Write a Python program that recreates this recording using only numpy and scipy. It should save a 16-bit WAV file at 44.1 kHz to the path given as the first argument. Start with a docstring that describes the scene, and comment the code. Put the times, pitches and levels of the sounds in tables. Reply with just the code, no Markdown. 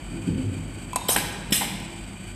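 """Bench capper in a workshop

One cycle of an air-driven bench capper, over rumble, motor hum and the thin hiss of leaking air.
First two dull booms roll through the building: filtered noise bursts and ringing modes.
A pedal switch clicks, a valve puffs out air and the head clacks down on the cap; a second puff lifts it
to a softer stop. Air is shaped noise; the blows are short noise rattles with damped ringing notes.
Faint ticks of the bottle coming free end the cycle, and echoes surround the machine and pedal."""
import sys
import numpy as np
from scipy import signal
from scipy.fft import rfft, irfft
from scipy.io import wavfile
from scipy.ndimage import uniform_filter1d

SR = 44100
rng = np.random.default_rng(int(sys.argv[2]) if len(sys.argv) > 2 else 0)


def materialize(psi):
    """Save the field psi as 16-bit PCM at rate SR to the path in sys.argv[1].

    A 1-D psi becomes a single channel; in a 2-D psi each row is a channel.
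    """
    bounded = np.clip(np.atleast_2d(psi).T, -1, 1)
    quanta = np.round(bounded * 32767).astype(np.int16)
    wavfile.write(sys.argv[1], SR, quanta)


N = 103635  # samples, 2.35 s


def amp(db):
    """Turns decibels into a gain."""
    return 10 ** (np.asarray(db) / 20)


def unit(x):
    """Scales a signal to rms 1."""
    return x / np.sqrt(np.mean(x ** 2) + 1e-20)


def read(points, hz):
    """Reads a table of points in straight lines along log frequency."""
    f, value = np.transpose(points)
    return np.interp(np.log(hz + 1), np.log(f + 1), value)


def clock():
    """Gives the time of every sample in seconds."""
    return np.arange(N) / SR


def noise(points):
    """Steady noise of rms 1 with the given spectrum."""
    gain = amp(read(points, np.fft.rfftfreq(N, 1 / SR)))
    return unit(irfft(rfft(rng.standard_normal(N)) * gain, N))


def drift(rate_hz):
    """Smooth random wandering of rms 1, with little movement faster than rate_hz."""
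    hz = np.fft.rfftfreq(N, 1 / SR)
    keep_slow = np.exp(-(hz / rate_hz) ** 2) * (hz > 0)
    return unit(irfft(rfft(rng.standard_normal(N)) * keep_slow, N))


TILT_PIVOT_HZ = 1070  # the treble tilt starts here


def colour(x, points, tilt_db=0):
    """Causal filter of unit energy with the given spectrum; tilt_db per octave changes the treble."""
    size = 4096
    hz = np.fft.rfftfreq(size, 1 / SR)
    db = read(points, hz) + tilt_db * np.log2(np.maximum(hz / TILT_PIVOT_HZ, 1))
    log_gain = np.log(amp(db - db.max()) + 1e-5)
    # The Hilbert transform supplies the phase that puts the energy as early as possible.
    mirrored = np.r_[log_gain, log_gain[-2:0:-1]]
    taps = np.fft.ifft(np.exp(np.conj(signal.hilbert(mirrored)))).real
    return signal.fftconvolve(x, taps / np.linalg.norm(taps))[:N]


def envelope(start, rise, t60, hold=0):
    """Rises, holds, then dies away by 60 dB in t60 seconds."""
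    t = clock() - start
    fall = np.exp(-np.log(1000) * np.maximum(t - rise - hold, 0) / t60)
    return np.clip(t / rise, 0, 1) * fall


def burst(start, rise, t60, hold=0):
    """A burst of white noise."""
    return rng.standard_normal(N) * envelope(start, rise, t60, hold)


def ring(start, modes):
    """Notes struck at one moment, each dying away at its own pace."""
    t = np.maximum(clock() - start, 0)
    return sum(amp(db) * np.exp(-np.log(1000) * t / t60) * np.sin(2 * np.pi * hz * t)
               for hz, db, t60 in modes)


# Colour of the workshop rumble. Each row: frequency in Hz, relative level in dB.
RUMBLE_COLOUR = [(30, -21), (50, 6), (75, -2.5), (120, 1.5), (220, -2.5), (340, -3.5), (450, -16.5),
                 (680, -12), (1000, -17), (1500, -20), (2200, -23), (4000, -67)]
RUMBLE_END_DB, RUMBLE_FADE_DB_PER_S = -41.5, 1


def rumble():
    """Low shaped noise that eases steadily to its final level."""
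    t = clock()
    return amp(RUMBLE_END_DB + RUMBLE_FADE_DB_PER_S * (t[-1] - t)) * noise(RUMBLE_COLOUR)


# Colour of the leaking air. Each row: frequency in Hz, relative level in dB.
LEAK_COLOUR = [(880, -59), (1500, 0), (1670, -10.5), (2030, -8), (2410, 4.5), (2750, -6.5), (3030, 2),
               (3520, -11.5), (3910, -10.5), (4220, -20.5), (4470, -5), (4640, -4.5), (5200, -21.5),
               (7250, -11), (8050, 1.5), (9370, -17), (10900, -21.5), (12700, -22), (14500, -36)]
LEAK_DB, LEAK_FLUTTER_DB, FLUTTER_HZ = -46, 1.5, 40


def leak():
    """Thin hiss of leaking air: shaped noise with a fluttering level."""
    return amp(LEAK_DB + LEAK_FLUTTER_DB * drift(FLUTTER_HZ)) * noise(LEAK_COLOUR)


# Notes of the motor hum. Each row: frequency in Hz, rms level in dB.
HUM_NOTES = [(100, -49), (162, -49), (198, -50.5)]
HUM_WAVER, WAVER_HZ = 0.27, 3.1
DRONE_HZ, DRONE_DB = 45.7, -44
THROB_HZ, THROB_DIP_S, THROB_DEPTH = 3.63, 1.61, 0.65  # one of the regular dips falls at THROB_DIP_S


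def motor():
    """A deep drone that throbs regularly, under hum notes that waver in level and pitch."""
    t = clock()
    throb = 1 - THROB_DEPTH * np.cos(2 * np.pi * THROB_HZ * (t - THROB_DIP_S))
    out = amp(DRONE_DB) * unit(throb * np.sin(2 * np.pi * DRONE_HZ * t))
    for hz, db in HUM_NOTES:
        level = 1 + HUM_WAVER * drift(WAVER_HZ)
        phase = HUM_WAVER * hz / DRONE_HZ * drift(WAVER_HZ)  # higher notes wander more
        out += amp(db) * unit(level * np.sin(2 * np.pi * hz * t + phase))
    return out


# Swells of a higher hum note. Each row: time of its height in seconds, width in seconds,
# peak level in dB.
HUM_SWELLS = [(.17, 0.055, -34.5), (1.94, 0.15, -43.5)]
SWELL_HZ = 335


def swells():
    """A higher note of the hum swells up twice and sinks away."""
    t = clock()
    level = sum(amp(db) * np.exp(-((t - s) / width) ** 2) for s, width, db in HUM_SWELLS)
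    return level * np.sin(2 * np.pi * SWELL_HZ * t)


# Distant booms. Each row: start in seconds, level of the roll in dB before the bass cut,
# level of the building's ring in dB before the bass cut, bass cut in Hz.
BOOM_EVENTS = [(.1, -33.5, -34, 136), (.258, -25.5, -27.5, 44)]
# Colour of the roll. Each row: frequency in Hz, relative level in dB.
BOOM_COLOUR = [(29, -32), (50, -30), (102, 6), (135, -9.5), (256, -4.5), (400, -17), (430, -23),
               (529, -16.5), (582, -51), (900, -33), (1170, -89), (1980, -120)]
# Notes of the ringing building. Each row: frequency in Hz, relative level in dB, 60 dB decay in seconds.
BUILDING_MODES = [(95.7, -9, 2.4), (113.7, -9, 3.1), (166.7, 9, 0.39), (206.5, -4, 0.94), (264, -8, 2.8),
                  (296, -19, 0.39), (326.7, -8.5, 0.73), (385.5, -14.5, 1.2)]
BOOM_RISE_S, BOOM_T60, BOOM_TAIL_DB, BOOM_TAIL_T60 = 0.034, 0.12, 0.5, 1.97


def booms():
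    """Far, dull blows that roll on and ring through the building; the first has little weight."""
    out = np.zeros(N)
    for s, db, ring_db, cut_hz in BOOM_EVENTS:
        thud = burst(s, BOOM_RISE_S, BOOM_T60)
        tail = amp(BOOM_TAIL_DB) * burst(s, BOOM_RISE_S, BOOM_TAIL_T60)
        roll = amp(db) * colour(thud + tail, BOOM_COLOUR)
        soft_start = np.clip((clock() - s) / BOOM_RISE_S, 0, 1)
        building = amp(ring_db) * soft_start * ring(s, BUILDING_MODES)
        bass_cut = signal.butter(4, cut_hz, "highpass", fs=SR, output="sos")
        out += signal.sosfilt(bass_cut, roll + building)
    return out


# Pedal switch contacts. Each row: start in seconds, level of the snap in dB,
# level of the housing's ring in dB.
CONTACTS = [(0.9321, -33.5, -25.5), (0.959, -16, -23), (0.9607, -19.5, -26.5), (0.9649, -28.5, -28)]
# Notes of the pedal housing. Each row: frequency in Hz, relative level in dB, 60 dB decay in seconds.
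HOUSING_MODES = [(1006, 2, 0.06), (1270, -23, 0.12), (2320, -13.5, 0.037), (2610, -14, 0.095),
                 (3280, -11, 0.024)]
# Knock on the bench. Each row: frequency in Hz, level in dB, 60 dB decay in seconds.
KNOCK_MODES = [(716, -30.5, 0.11), (789, -21.5, 0.046)]
# The pedal's return spring. Each row: frequency in Hz, level in dB, 60 dB decay in seconds.
SPRING_MODES = [(930, -27, 0.25), (1020, -41, 0.13), (2650, -37, 0.18), (3700, -43, 1), (11350, -53, 0.75)]
# Bright colour of the snaps, also used for the ticks. Each row: frequency in Hz, relative level in dB.
SNAP_COLOUR = [(880, -63), (1500, -12), (2030, -10), (2630, -10.5), (3060, -9), (3360, -33), (3660, -24),
               (3990, -4), (4260, -20), (4640, -6), (5060, -21), (5450, -6), (6000, -21), (6720, -1.5),
               (7390, -9), (8360, 5), (9370, -11), (10200, -4), (13300, -17), (13800, -11), (14500, -35)]
SNAP_RISE_S, SNAP_T60 = 0.00027, 0.019
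SPRING_RATTLE, RATTLE_HZ = 1, 60


def switch():
    """The pedal touches, snaps over, knocks the bench on the third contact and bounces; its spring rattles."""
    snaps = sum(amp(db) * burst(s, SNAP_RISE_S, SNAP_T60) for s, db, _ in CONTACTS)
    housing = sum(amp(db) * ring(s, HOUSING_MODES) for s, _, db in CONTACTS)
    bottom = CONTACTS[2][0]
    spring = sum(ring(bottom, [mode]) * unit(1 + SPRING_RATTLE * drift(RATTLE_HZ))
                 for mode in SPRING_MODES)
    return colour(snaps, SNAP_COLOUR) + housing + ring(bottom, KNOCK_MODES) + spring


# Ticks of the bottle as the head lets go. Each row: start in seconds, level in dB.
BOTTLE_TICKS = [(1.8001, -35), (1.8255, -46), (1.847, -46)]
TICK_T60 = 0.015


def ticks():
    """Small, bright ticks of the bottle coming free: very short noise bursts."""
    bursts = sum(amp(db) * burst(s, SNAP_RISE_S, TICK_T60) for s, db in BOTTLE_TICKS)
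    return colour(bursts, SNAP_COLOUR)


# Valve and piston jolts. Each row: start in seconds, level in dB, 60 dB decay in seconds,
# treble tilt in dB per octave, level of the frame's ring in dB.
JOLT_EVENTS = [(1.089, -19.5, 0.038, -1.5, -36.5), (1.166, -30, 0.26, -13, -28.5),
               (1.505, -31.5, 0.023, -14, -29), (1.52, -20, 0.018, 2, -43)]
# Colour of a jolt before its tilt. Each row: frequency in Hz, relative level in dB.
JOLT_COLOUR = [(40, -32.5), (90, -9), (200, -1), (300, -5), (500, -12.5), (1000, -26.5), (3000, -95)]
# Notes of the frame and bench. Each row: frequency in Hz, relative level in dB, 60 dB decay in seconds.
FRAME_NOTES = [(130.9, -7.5, 0.54), (199, 2.5, 0.14)]
JOLT_ATTACK_S = 0.0016


def jolts():
    """Valve and piston shake the frame and bench: dull noise bursts over two low ringing notes."""
    out = np.zeros(N)
    for s, db, t60, tilt_db, ring_db in JOLT_EVENTS:
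        out += amp(db) * colour(burst(s, JOLT_ATTACK_S, t60), JOLT_COLOUR, tilt_db)
        out += amp(ring_db) * ring(s, FRAME_NOTES)
    return out


# Piston hits on the padded stop. Each row: start in seconds, level in dB.
STOP_CHATTER = [(1.1704, -19), (1.6095, -23), (1.6195, -18), (1.6305, -23)]
# Notes of the end stop. Each row: frequency in Hz, relative level in dB, 60 dB decay in seconds.
STOP_NOTES = [(640, -14.5, 0.048), (808, -5, 0.033), (882, -0.5, 0.035), (969, -9, 0.056),
              (2071, -8.5, 0.069)]
STOP_PAD_S = 0.0021  # the padding softens the start of each hit


def end_stop():
    """Padded, hollow thunks as the piston meets its stop, chattering after the up stroke."""
    return sum(amp(db) * np.clip((clock() - s) / STOP_PAD_S, 0, 1) * ring(s, STOP_NOTES)
               for s, db in STOP_CHATTER)


SPUTTER_DB, SPUTTER_HZ = 0.6, 220


def puff(start, db, rise, hold, t60, port):
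    """Air escapes unevenly through a port; the hiss falls with the pressure."""
    sputter = unit(amp(SPUTTER_DB * drift(SPUTTER_HZ)))
    return amp(db) * colour(burst(start, rise, t60, hold) * sputter, port)


PATCH_DB, PATCH_HZ, PATCH_S = 3, 450, 0.014  # strength before levelling, width and length of a patch


def flutter(x):
    """Patches of the spectrum rise and fall at random."""
    hz, at, z = signal.stft(x, SR, nperseg=256)
    patches = rng.standard_normal(z.shape)
    patches = uniform_filter1d(patches, max(round(PATCH_HZ / hz[1]), 1), axis=0)
    patches = uniform_filter1d(patches, max(round(PATCH_S / at[1]), 1), axis=1)
    gain = unit(amp(PATCH_DB * unit(patches)))
    return signal.istft(z * gain, SR, nperseg=256)[1][:N]


# Spurts as the valve's spool shifts. Each row: start in seconds, level in dB, rise in seconds,
# hold in seconds, 60 dB decay in seconds.
VALVE_SPURTS = [(1.0827, -19, 0.0034, .012, .045), (1.148, -29, 0.0015, .004, .012),
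                (1.505, -34.5, 0.0043, 0.0032, 0.014)]
# Air vented by the down stroke, then the up stroke. Each row: start in seconds, level in dB,
# rise in seconds, hold in seconds, 60 dB decay in seconds.
STROKE_PUFFS = [(1.094, -20, 0.0047, 0.0096, 0.35), (1.521, -19, 0.005, 0.023, 0.34)]
# Colours of the valve and the two exhaust ports. Each row: frequency in Hz, relative level in dB.
VALVE_COLOUR = [(880, -32), (1500, -7), (1920, -22), (2580, -24), (3150, 3.5), (3560, -5.5), (4000, -1),
                (4340, -17.5), (5250, -2.5), (6590, -39), (7320, -6), (8280, 5), (9280, -19), (10300, 0.5),
                (11200, -27), (11850, 3), (13200, -11), (14500, -10)]
DOWN_PORT_COLOUR = [(410, -44), (700, -3), (998, -1), (1110, -7), (1770, -10), (1960, -29), (2400, -9),
                    (3170, -10), (3550, -28), (3830, -1), (3980, -34), (4130, -13.5), (6360, -4.5),
                    (7310, -10), (8300, 2.5), (10600, -5.5), (12100, 0), (13300, -12), (14500, -9)]
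UP_PORT_COLOUR = [(400, -23), (700, -9.5), (1350, -12), (1750, -4.5), (2000, -8), (2850, 0.5), (3400, -3),
                  (4150, -2), (4380, -24), (4720, -14), (4950, -3), (5400, -10.5), (5800, -4), (6900, -10),
                  (7500, 1), (8200, 6), (9000, 0), (10100, -3), (10800, -3.5), (11900, 0), (13000, -5.5),
                  (14500, -7.5)]
# The down stroke's air chokes as the head nears the cap.
CHOKE_S, CHOKE_DB, CHOKE_FALL_S = 1.152, -12, 0.0018


def exhaust():
    """The valve spurts as it shifts, then each stroke vents, sputtering, through its own port."""
    spurts = sum(puff(*row, VALVE_COLOUR) for row in VALVE_SPURTS)
    down = puff(*STROKE_PUFFS[0], DOWN_PORT_COLOUR)
    up = puff(*STROKE_PUFFS[1], UP_PORT_COLOUR)
    choke = amp(CHOKE_DB * np.clip((clock() - CHOKE_S) / CHOKE_FALL_S, 0, 1))
    return spurts + flutter(down * choke + up)


def resonate(x, hz, width):
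    """Three equal resonances in a row follow the curve hz, making one steep peak."""
    turn = np.exp(2j * np.pi * np.cumsum(hz) / SR)
    r = np.exp(-np.pi * width / SR)
    # Shift the moving pitch down to zero, smooth there, and shift back.
    smooth = signal.lfilter([(1 - r) ** 3], np.poly([r, r, r]), x / turn)
    return (turn * smooth).real


# Narrow bands of the up port. Each row: starting frequency in Hz, width of each of the three
# resonances in Hz, rms level in dB before the envelope.
SPIT_BANDS = [(1956, 41, -38.5), (2300, 140, -38), (2940, 370, -30.5), (3490, 730, -28.5),
              (5380, 500, -25.5)]
SPIT_HOLD_S, SPIT_T60 = 0.008, 0.12
SPIT_SAG_PER_S = 1.34  # rate at which the pitch sinks, as a share of itself


def spit():
    """The first rush of the up stroke sounds its port's resonances, which sink as the pressure empties."""
    start, _, rise, _, _ = STROKE_PUFFS[1]
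    sag = np.exp(-SPIT_SAG_PER_S * np.clip(clock() - start, 0, SPIT_T60))
    bands = sum(amp(db) * unit(resonate(rng.standard_normal(N), hz * sag, width))
                for hz, width, db in SPIT_BANDS)
    return bands * envelope(start, rise, SPIT_T60, SPIT_HOLD_S)


# Blows of the head. Each row: start in seconds, level of the rattle in dB, rise in seconds,
# 60 dB decay in seconds, treble tilt in dB per octave, level of the ring in dB.
HEAD_BLOWS = [(1.089, -21, 0.0025, 0.028, -12.5, -45), (1.162, -16, 0.0019, 0.038, -1, -10.5),
              (1.172, -25.5, .0005, 0.27, 0.5, -27), (1.1836, -23.5, 0.00056, 0.02, 0, -20.5),
              (1.609, -29, 0.0026, 0.33, -2.5, -32)]
# Colour of the rattle before its tilt. Each row: frequency in Hz, relative level in dB.
HEAD_COLOUR = [(180, -29), (300, -5), (395, -6.5), (794, -1), (1250, -10.5), (1570, -5), (2390, -0.5),
               (2680, -4), (2960, 0), (3370, -8.5), (4000, -7), (4400, -11), (4730, -6.5), (5390, -11),
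               (6650, -39), (7700, 1), (8220, -1.5), (9980, -5), (11000, -12), (11900, 1), (13000, -14),
               (14500, -43)]
# Notes of the ringing head. Each row: frequency in Hz, relative level in dB, 60 dB decay in seconds.
HEAD_NOTES = [(870, -16.5, .05), (1546, -12.5, 0.031), (1638, -9, 0.027), (1854, -10, 0.022),
              (2254, -10.5, .02), (3040, -14, 0.037)]


def head():
    """The head breaks loose, strikes the cap, settles and returns to its stop: a rattle and a ring each."""
    out = np.zeros(N)
    for s, db, rise, t60, tilt_db, ring_db in HEAD_BLOWS:
        out += amp(db) * colour(burst(s, rise, t60), HEAD_COLOUR, tilt_db)
        out += amp(ring_db) * ring(s, HEAD_NOTES)
    return out


# Echoes off the bench top and panels near the machine. Each row: delay in seconds, level in dB
# relative to the direct sound.
PANEL_ECHOES = [(.0017, -12.5), (.0031, -17), (.0054, -14.5), (.0097, -40), (0.0225, -20)]


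def nearby(x):
    """First reflections comb the sound; the gain allows for their added energy."""
    echoes = sum(amp(db) * np.r_[np.zeros(round(s * SR)), x][:N] for s, db in PANEL_ECHOES)
    return (x + echoes) / np.sqrt(1 + sum(amp(db) ** 2 for _, db in PANEL_ECHOES))


# How long the workshop echoes. Each row: frequency in Hz, 60 dB decay in seconds.
ROOM_DECAY = [(100, 2.5), (500, 2), (2500, 1.27), (5000, 1.0), (8000, 0.8), (12000, .5)]
# Colour of the workshop's echo. Each row: frequency in Hz, relative level in dB.
ROOM_TONE = [(100, 6.5), (700, -2), (2500, 4), (5000, 5), (8000, -0.5), (12000, -1)]
ROOM_DELAY_S, ROOM_BUILD_S = 0.0035, 0.01


def room(x):
    """Sparse random reflections whose treble dies first."""
    taps = rng.choice([-1., 1.], N) * (rng.random(N) < 4000 / SR)  # about 4000 reflections per second
    taps *= np.clip((clock() - ROOM_DELAY_S) / ROOM_BUILD_S, 0, 1)
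    hz, at, z = signal.stft(taps, SR, nperseg=256)
    decay = np.exp(-np.log(1000) * at / read(ROOM_DECAY, hz)[:, None])
    z = z * decay * amp(read(ROOM_TONE, hz))[:, None]
    tail = signal.istft(z, SR, nperseg=256)[1][:N]
    return signal.fftconvolve(x, tail / np.linalg.norm(tail))[:N]


MACHINE_WET_DB, SWITCH_WET_DB, SPIT_WET_DB = -7, -8, -14.5  # how strongly each feeds the echo


def scene():
    """Machine and switch in the room, over the background; the narrow jet of the spit stirs the room least."""
    background = rumble() + leak() + motor() + swells()
    pedal = switch()
    machine = nearby(exhaust()) + jolts() + head() + end_stop() + ticks()
    jet = spit()
    echo = room(amp(MACHINE_WET_DB) * machine + amp(SWITCH_WET_DB) * pedal + amp(SPIT_WET_DB) * jet)
    return (background + booms() + pedal + machine + jet + echo)[None]


MIC_LOW_HZ, EDGE_HZ = 36.5, 14200


def record(dry):
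    """The microphone cuts the deepest bass, and a steep filter removes the highest treble."""
    bass_cut = signal.butter(4, MIC_LOW_HZ, "highpass", fs=SR, output="sos")
    treble_cut = signal.firwin(401, EDGE_HZ, window=("kaiser", 8), fs=SR)
    return signal.oaconvolve(signal.sosfilt(bass_cut, dry), treble_cut[None], "same")


dry = scene()
out = record(dry)
materialize(out)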